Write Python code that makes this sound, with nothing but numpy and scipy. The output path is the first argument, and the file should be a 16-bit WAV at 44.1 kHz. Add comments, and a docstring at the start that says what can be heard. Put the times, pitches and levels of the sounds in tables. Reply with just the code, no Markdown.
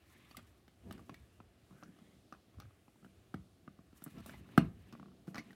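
"""Fingers fit a small plastic head onto a toy figure standing on a table, close to a phone in a quiet room.
Each contact clacks the hollow plastic (decaying modes), ticks brightly (noise bursts) and thumps the table
top (its own modes); a released base plate rocks to rest. Leaning hands rumble the table and bump the stand
(swelling noise), fingers and base plate rub, squeak and slide; a short room tail and a steady hiss lie
under all."""
import sys
import numpy as np
from scipy import signal
from scipy.fft import rfft, irfft, next_fast_len
from scipy.io import wavfile
from scipy.ndimage import uniform_filter1d

SR = 44100
rng = np.random.default_rng(int(sys.argv[2]) if len(sys.argv) > 2 else 0)


def transcribe(signal):
    """Save signal, clipped to [-1, 1], as a 16-bit WAV file at the path in sys.argv[1]."""
    frames = np.atleast_2d(signal).T
    limited = np.clip(frames, -1, 1)
    pcm = np.round(limited * 32767).astype(np.int16)
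    wavfile.write(sys.argv[1], SR, pcm)


def invert_db(level):
    """Linear amplitude ratio for a level in decibels (20 dB per decade), elementwise."""
    return 10 ** (np.asarray(level, dtype=float) / 20)


N = 244745  # length in samples


def level(x, db):
    """Scale to an rms level."""
    return x * invert_db(db) / np.sqrt(np.mean(x ** 2))


def band(x, lo_hz, hi_hz, order=2):
    """Butterworth band-pass along the last axis."""
    sos = signal.butter(order, [lo_hz, min(hi_hz, 0.45 * SR)], "bandpass", fs=SR, output="sos")
    return signal.sosfilt(sos, x)


def walk(rate):
    """Random levels held 1 / rate s and slewed twice; spread near 1."""
    hold = int(SR / rate)
    steps = np.repeat(rng.standard_normal(N // hold + 1), hold)
    return 1.3 * uniform_filter1d(uniform_filter1d(steps, hold), hold)[:N]


def add(track, s, x):
    """Mix a short sound in at time s."""
    i = int(s * SR)
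    track[i:i + len(x)] += x[:N - i]


def swells(peak_s, length_s, db):
    """Gain of movements that each swell and fade; their powers add."""
    t = np.arange(N)[::64] / SR
    away = np.clip((t - peak_s[:, None]) / length_s[:, None], -0.5, 0.5)
    gains = invert_db(db)[:, None] * np.cos(np.pi * away) ** 2
    return np.interp(np.arange(N) / SR, t, np.sqrt(np.sum(gains ** 2, axis=0)))


def ring(modes, seconds, scatter_db, detune, base_hz=1):
    """One blow into a set of modes, peak 1; where it lands changes their balance."""
    hz, db, t60 = np.transpose(modes)[:, :, None]
    pitch_chance, level_chance = rng.standard_normal((2, len(modes), 1))
    t = np.arange(int(seconds * SR)) / SR
    hz = np.minimum(base_hz * hz * (1 + detune * pitch_chance), 0.45 * SR)
    decay = 1000. ** (-t / t60)
    out = (invert_db(db + scatter_db * level_chance) * np.sin(2 * np.pi * hz * t) * decay).sum(axis=0)
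    return out / np.abs(out).max()


def cracks(lo_hz, hi_hz, t60, db):
    """Too many tiny modes to hear apart: one burst of band noise a contact, level taken over its first 3 ms."""
    t = np.arange(int(0.05 * SR)) / SR
    shape = 1000. ** (-t / t60) * np.clip(t / 0.0014, 0, 1)  # 1.4 ms rise
    bursts = band(rng.standard_normal((len(db), len(t))) * shape, lo_hz, hi_hz, order=4)
    start_rms = np.sqrt(np.mean(bursts[:, :SR // 330] ** 2, axis=1))
    return bursts * (invert_db(db) / start_rms)[:, None]


# Colour of the hiss. Each row: frequency in Hz, relative density in dB per Hz.
HISS_COLOUR = [(18, -34), (30, -19.5), (98, -11.5), (184, -15), (364, -12.5), (473, -19), (702, -19),
               (988, -30.5), (1100, -24.5), (1810, -27.5), (2980, -29), (6000, -35.5), (10000, -36),
               (13000, -39.5), (16000, -43)]


def hiss():
    """Room air and microphone noise in octave bands that flicker a little."""
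    hz, db = np.transpose(HISS_COLOUR)
    size = next_fast_len(N)
    f = np.fft.rfftfreq(size, 1 / SR) + 1  # keeps the logarithm finite
    noise = rfft(rng.standard_normal(size)) * invert_db(np.interp(np.log(f), np.log(hz), db))
    out = 0
    for centre in np.arange(5, 14.1):  # octaves, as log2 of Hz
        share = np.cos(np.pi / 2 * np.clip(np.log2(f) - centre, -1, 1)) ** 2
        out = out + irfft(noise * share, size)[:N] * invert_db(1.3 * walk(5))
    return out * invert_db(-74) / np.sqrt(np.mean(band(out, 400, 16000) ** 2))  # rms dB from 400 Hz to 16 kHz


def room(x):
    """Small furnished room: a dense tail builds up briefly; higher bands die sooner."""
    t60_s, room_db = 0.23, -20.5
    t = np.arange(int(0.5 * SR)) / SR
    low = band(rng.standard_normal(len(t)), 199, 1570) * 1000. ** (-t / t60_s)
    middle = band(rng.standard_normal(len(t)), 1460, 3500) * 1000. ** (-t / (0.74 * t60_s))
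    high = band(rng.standard_normal(len(t)), 3700, 9900) * 1000. ** (-t / (0.57 * t60_s))
    tail = (low + 0.98 * middle + 0.59 * high) * np.clip(t / 0.003, 0, 1)
    return invert_db(room_db) * signal.fftconvolve(x, tail / np.sqrt(np.sum(low ** 2)))[:N]


# Deep bumps of the stand. Each row: peak in seconds, length in seconds, level in dB.
BUMPS = [(0.487, 0.18, -63.5), (0.893, 0.29, -57), (1.023, 0.13, -59), (1.216, 0.19, -60.5),
         (1.43, 0.27, -63.5), (2.586, 0.077, -51), (2.661, 0.1, -56), (3.377, 0.17, -57),
         (3.81, 0.087, -66), (4.193, 0.2, -54), (4.394, 0.35, -59), (4.642, 0.22, -43), (4.806, 0.29, -59)]


def bumps():
    """Shifting weight bumps the stand: swells of deep noise; hands lying still keep it trembling."""
    deep = band(rng.standard_normal(N), 51.8, 116.3, order=4)
    resting = invert_db(-72.5 + 2.3 * walk(12))
    return level(deep, 0) * np.hypot(swells(*np.transpose(BUMPS)), resting)


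# Modes of the table top. Each row: frequency in Hz, relative level in dB, t60 in seconds.
TABLE_MODES = [(123.6, -10, 0.19), (147, -5, 0.26), (165.5, -7.5, 0.22), (191.2, -2.5, 0.31),
               (230, 12, 0.03), (232.3, -13.5, 0.23), (294.4, -6.5, 0.093), (351.4, -1.5, 0.034),
               (465.4, -26.5, 0.24), (668.6, -12.5, 0.16)]


def table_ring(seconds, scatter_db, detune):
    """The table top's modes ring after one blow."""
    return ring(TABLE_MODES, seconds, scatter_db, detune)


# Weight shifting on the table. Each row: peak in seconds, length in seconds, level in dB.
SHOVES = [(0.91, 0.23, -50.5), (1.002, 0.14, -57), (1.121, 0.15, -54.5), (1.76, 0.25, -61),
          (1.884, 0.17, -63), (2.058, 0.29, -68.5), (2.592, 0.09, -64), (3.044, 0.087, -61.5),
          (3.408, 0.09, -72), (3.654, 0.15, -64), (3.8, 0.11, -67), (4.174, 0.13, -50.5),
          (4.317, 0.18, -55.5), (4.555, 0.59, -58.5), (4.766, 0.62, -64.5), (4.97, 0.44, -60.5),
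          (5.317, 0.16, -57.5), (5.487, 0.13, -60.5)]


def rumble():
    """Shifting weight shakes the table's modes at random; hands lying still keep it trembling."""
    shake = rng.standard_normal(N) * invert_db(2.55 * walk(30))
    shaken = signal.fftconvolve(shake, band(table_ring(0.082, 0, 0), 120, 1314))[:N]
    resting = invert_db(-75.5 + 3.5 * walk(6.8))
    return level(shaken, 0) * np.hypot(swells(*np.transpose(SHOVES)), resting)


# Skin gliding over smooth surfaces. Each row: peak in seconds, length in seconds, start in Hz, end in Hz,
# width in Hz, level in dB.
SLIDES = [(0.204, .36, 1992, 2340, 497, -78), (0.222, .4, 3710, 3300, 700, -79.5),
          (1.818, .3, 1150, 1787, 347, -74), (2.07, .3, 1910, 2150, 300, -82),
          (2.076, .3, 3500, 3240, 500, -83.5), (3.196, 0.46, 2300, 3010, 900, -85)]


def slides():
    """Gliding skin sings: narrow bands of friction noise whose centre drifts as the contact moves."""
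    out = np.zeros(N)
    for s, length_s, start_hz, end_hz, width_hz, db in SLIDES:
        size = int(length_s * SR)
        smooth = signal.butter(2, width_hz / 2, fs=SR, output="sos")
        rough = signal.sosfilt(smooth, rng.standard_normal((2, SR)))[:, :size]
        phase = 2 * np.pi * np.cumsum(np.linspace(start_hz, end_hz, size)) / SR
        tone = rough[0] * np.sin(phase) + rough[1] * np.cos(phase)
        add(out, s - length_s / 2, level(tone, db) * np.sqrt(np.hanning(size)))
    return out


# Thin squeaks of plastic on plastic. Each row: peak in seconds, length in seconds, pitch in Hz, level in dB.
SQUEAKS = [(0.313, .016, 4530, -61.5), (.35, 0.011, 1206, -49), (1.165, 0.058, 2270, -71),
           (1.345, .1, 2760, -79), (4.195, 0.049, 1346, -65), (4.347, 0.059, 2030, -60.5),
           (5.397, .03, 2160, -51)]


def squeaks():
    """Plastic squeaks on plastic: short sine swells with a wavering pitch."""
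    out = np.zeros(N)
    for s, length_s, hz, db in SQUEAKS:
        size = int(length_s * SR)
        waver = uniform_filter1d(rng.standard_normal(SR // 5), size=200)[:size]
        phase = 2 * np.pi * hz * np.cumsum(1 + 0.3 * waver) / SR
        add(out, s - length_s / 2, invert_db(db) * np.hanning(size) * np.sin(phase))
    return out


# Skin and base plate sliding. Each row: peak in seconds, length in seconds, dull rub in dB, bright rub in dB.
RUBS = [(0.267, 0.96, -72, -78), (0.93, 0.29, -72.5, -79.5), (1.175, 0.98, -80, -83.5),
        (1.788, 0.39, -80, -80), (2.048, 0.57, -80, -94), (2.645, 0.13, -87, -91), (3.054, 0.049, -82, -82),
        (3.69, 0.17, -89, -96), (3.975, 0.076, -76, -76), (4.092, 0.4, -70.5, -74),
        (4.188, 0.11, -68, -72.5), (4.307, 0.36, -65.5, -70.5), (4.558, 0.43, -67.5, -79.5),
        (4.87, 0.51, -74.5, -83), (5.301, 0.095, -76, -75), (5.382, 0.14, -65, -72),
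        (5.47, 0.23, -70.5, -80)]
# Bands of the dull rub. Each row: low edge in Hz, high edge in Hz, relative level in dB.
DULL_BANDS = [(964, 1500, 3), (1500, 1930, 2.5), (2190, 3140, 3), (2880, 4000, -5)]


def rub():
    """Dense tiny stick-slip grains, dull and patchy through the plastic and bright from skin."""
    grains = rng.standard_normal((2, N)) * invert_db(1.9 * rng.exponential(size=(2, N)))
    dull = np.zeros(N)
    for lo_hz, hi_hz, db in DULL_BANDS:
        dull += level(band(grains[0], lo_hz, hi_hz), db) * invert_db(2.3 * walk(70))
    bright = band(grains[1], 4200, 14500) * invert_db(3.5 * walk(90))
    s, length_s, dull_db, bright_db = np.transpose(RUBS)
    return level(dull, 0) * swells(s, length_s, dull_db) + level(bright, 0) * swells(s, length_s, bright_db)


def thump(thump_db):
    """The table top, pushed once, swings away; level taken over its first 10 ms."""
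    push = np.hanning(int(0.0016 * SR))  # soft contact: the board is pushed, not struck
    swing = np.convolve(table_ring(0.3, 2.0, 0.015), push)
    return -invert_db(thump_db) * swing / np.sqrt(np.mean(swing[:SR // 100] ** 2))


# Noise bands of small hard parts snapping, hard edges ticking, a loose piece's rim clinking on the table, and
# the figure's dense upper modes. Each: low edge in Hz, high edge in Hz, t60 in seconds.
SNAP = (1100, 5560, 0.024)
TICK = (7800, 16500, .022)
CLINK = (4040, 6360, 0.011)
BODY = (700, 2580, 0.016)
# Bright ticks of hard edges. Each row: time in seconds, level in dB.
TICKS = [(0.368, -52.5), (0.924, -58), (1.142, -71), (2.599, -65), (3.341, -65), (4.039, -44.5),
         (4.261, -56), (4.576, -43.5), (5.379, -67)]
# Clinks of a loose piece's hard rim. Each row: time in seconds, level in dB.
CLINKS = [(1.834, -61.5), (2.325, -68), (2.6, -61.5), (2.619, -70), (4.926, -70), (5.344, -55.5),
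          (5.356, -55.5), (5.38, -51), (5.39, -57), (5.396, -63)]


def knocks(rows):
    """Each contact snaps, ticks faintly and knocks the body in noise bursts; some edges tick or clink more."""
    out = np.zeros(N)
    clack_db, snap_db = rows[:, 1], rows[:, 4]
    bursts = cracks(*SNAP, snap_db) + cracks(*TICK, snap_db - 8.5) + cracks(*BODY, clack_db - 25.5)
    for s, burst in zip(rows[:, 0], bursts):
        add(out, s, burst)
    for events, noise_band in ((CLINKS, CLINK), (TICKS, TICK)):
        times_s, db = np.transpose(events)
        for s, burst in zip(times_s, cracks(*noise_band, db)):
            add(out, s, burst)
    return out


# Modes of the hollow plastic. Each row: multiple of the clack pitch, relative level in dB, t60 in seconds.
PLASTIC_MODES = [(.8, -2, 0.0074), (1.0, 18.5, 0.022), (1.14, 13.5, 0.02), (1.3, -18.5, 0.024),
                 (1.5, -19, 0.011), (1.8, -18, 0.0071), (2.3, 12, 0.0071)]
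# Modes of the base plate under the figure. Each row: frequency in Hz, relative level in dB, t60 in seconds.
PLATE_MODES = [(613, -9, 0.01), (676, 4.5, 0.032), (792, 5, 0.034), (900, -9, 0.0095)]


def clack(clack_db, hz):
    """Ragged little blows ring the hollow plastic and, more weakly, the base plate."""
    # the parts scrape home: little blows build up to the main one and trail behind it
    grip = np.arange(int(0.0061 * SR)) / SR
    scrape = np.convolve(rng.standard_normal(len(grip)), np.hanning(8) / 2, "same")
    blow = 0.2 * scrape * np.exp(-np.abs(grip - 0.001) / 0.0088)
    blow[30:50] += np.hanning(20)  # the main blow
    plate_db = -10.5
    if hz > 1600:  # loose pieces barely ring the plate
        plate_db -= 9
    if clack_db > -22:  # a hard blow drives the figure into its plate
        plate_db += 0.5
    plastic = ring(PLASTIC_MODES, 0.07, 2.1, 0.025, hz)
    plate = invert_db(plate_db) * ring(PLATE_MODES, 0.07, 2.03, 0.045)
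    out = np.convolve(plastic + plate, blow)
    return invert_db(clack_db) * out / np.abs(out).max()


# Single contacts. Each row: time in seconds, clack peak in dB, clack pitch in Hz, table thump in dB, snap in dB.
TAPS = [(0.311, -49, 1000, -60, -63.5), (0.369, -45, 2040, -64, -51.5), (0.377, -54, 1180, -51, -74),
        (0.389, -48, 1337, -77, -78), (0.394, -52, 1260, -75, -76), (0.679, -54, 1600, -61.5, -68.5),
        (0.909, -38.5, 1265, -52.5, -57.5), (0.924, -60, 1310, -53, -59), (0.949, -54, 1290, -58, -73),
        (0.978, -52, 1430, -57, -68), (0.993, -49, 1160, -68, -75), (1.094, -36, 1140, -46.5, -62),
        (1.142, -50.5, 1920, -67, -61), (1.402, -43, 1070, -56, -82), (1.708, -58, 1060, -52.5, -84),
        (1.724, -56.5, 1100, -62, -88), (1.826, -42.5, 1215, -56, -90), (1.833, -45.5, 1390, -54, -72),
        (1.964, -57, 1290, -62, -85), (1.987, -55.5, 1310, -60, -76), (2.017, -70, 1200, -57.5, -90),
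        (2.324, -38.5, 1140, -53, -65.5), (2.338, -48.5, 1380, -74, -77), (2.347, -49.5, 1100, -74, -85),
        (2.543, -58.5, 1100, -64, -90), (2.584, -55, 1140, -54, -82), (2.6, -44.5, 1250, -76, -59.5),
        (2.61, -57, 1450, -74, -85), (2.62, -50, 1230, -72, -77), (2.631, -58, 1500, -74, -85),
        (2.652, -60, 1300, -65, -88), (2.707, -58.5, 1150, -78, -95), (2.88, -53, 1110, -61.5, -79),
        (2.957, -63, 890, -69, -95), (3.027, -59, 1340, -57.5, -94), (3.046, -47.5, 1360, -54, -89),
        (3.062, -56, 1380, -56.5, -91), (3.341, -33.5, 1350, -36, -61.5), (3.677, -42.5, 1244, -46.5, -80),
        (3.789, -56, 1070, -51.5, -98), (3.928, -60.5, 1360, -55, -79), (4.02, -49.5, 1370, -51, -69),
        (4.062, -46, 1280, -46, -86), (4.069, -49.5, 1330, -46, -82), (4.077, -49, 1390, -66, -71),
        (4.182, -61, 1380, -56, -66), (4.203, -67, 1300, -47.5, -67), (4.26, -42.5, 1160, -52, -60.5),
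        (4.294, -40.5, 1470, -55, -63), (4.336, -48.5, 1720, -69, -74), (4.341, -46.5, 840, -51, -74),
        (4.489, -54, 1300, -65, -73), (4.577, -11, 1317, -14, -41.5), (4.584, -36, 1500, -43, -48.5),
        (4.925, -49, 1070, -50, -61.5), (4.934, -46.5, 1230, -47.5, -72), (4.951, -45, 1100, -69, -80),
        (5.271, -56, 913, -59, -72), (5.277, -50.5, 1260, -41.5, -70), (5.283, -52.5, 1380, -42.5, -76),
        (5.344, -42.5, 1960, -70, -66), (5.345, -40.5, 1180, -54.5, -65), (5.354, -40.5, 1180, -47, -64),
        (5.355, -43, 1950, -70, -60), (5.361, -42, 1500, -71, -70), (5.366, -39, 1120, -63, -68),
        (5.373, -40.5, 1900, -56, -65), (5.38, -30, 1950, -46, -60), (5.384, -43, 1500, -53, -56),
        (5.393, -44, 2120, -47, -68), (5.403, -60, 2000, -46.5, -70), (5.506, -49.5, 1800, -66, -72),
        (5.529, -55, 1530, -69, -69)]
# The released base plate rocks to rest: times of its taps in seconds.
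ROCKS_S = [4.997, 5.028, 5.058, 5.083, 5.117]


def contacts():
    """All contact rows: single taps and the plate rocking ever weaker."""
    rows = list(TAPS)
    for s in ROCKS_S:
        loss_db = 121 * (s - ROCKS_S[0])  # 121 dB per second
        clack_db, thump_db = -44.5 - loss_db, -49 - loss_db
        rows.append((s, clack_db, 1140, thump_db, clack_db - 30.0))
    return np.array(rows)


def taps():
    """Clack and knock come at once through the air; the table swings in a moment later."""
    rows = contacts()
    knocking = knocks(rows)
    clacking, thumping = np.zeros((2, N))
    for s, clack_db, hz, thump_db, _ in rows:
        add(clacking, s, clack(clack_db, hz))
        add(thumping, s + 0.0013, thump(thump_db))
    return clacking, knocking, band(thumping, 149.6, 2100, order=3)  # a small board radiates no deep bass


def scene():
    """All sources at one microphone."""
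    clacking, knocking, thumping = taps()
    rubbing = rub() + squeaks() + slides()
    # the hollow note stays near the phone; the broad knock fills the room
    far = room(invert_db(-13) * clacking + invert_db(7) * knocking + thumping + rubbing)
    near = clacking + knocking + thumping + rubbing
    return (near + far + rumble() + bumps() + hiss())[None]


def top_cut(x):
    """Nothing passes above the cut-off."""
    return signal.sosfilt(signal.butter(12, 16040, fs=SR, output="sos"), x)


def record(dry):
    """The phone cuts the deepest bass, below 55 Hz."""
    mix = signal.sosfilt(signal.butter(2, 55, "highpass", fs=SR, output="sos"), dry)
    return top_cut(mix)


dry = scene()
out = record(dry)
transcribe(out)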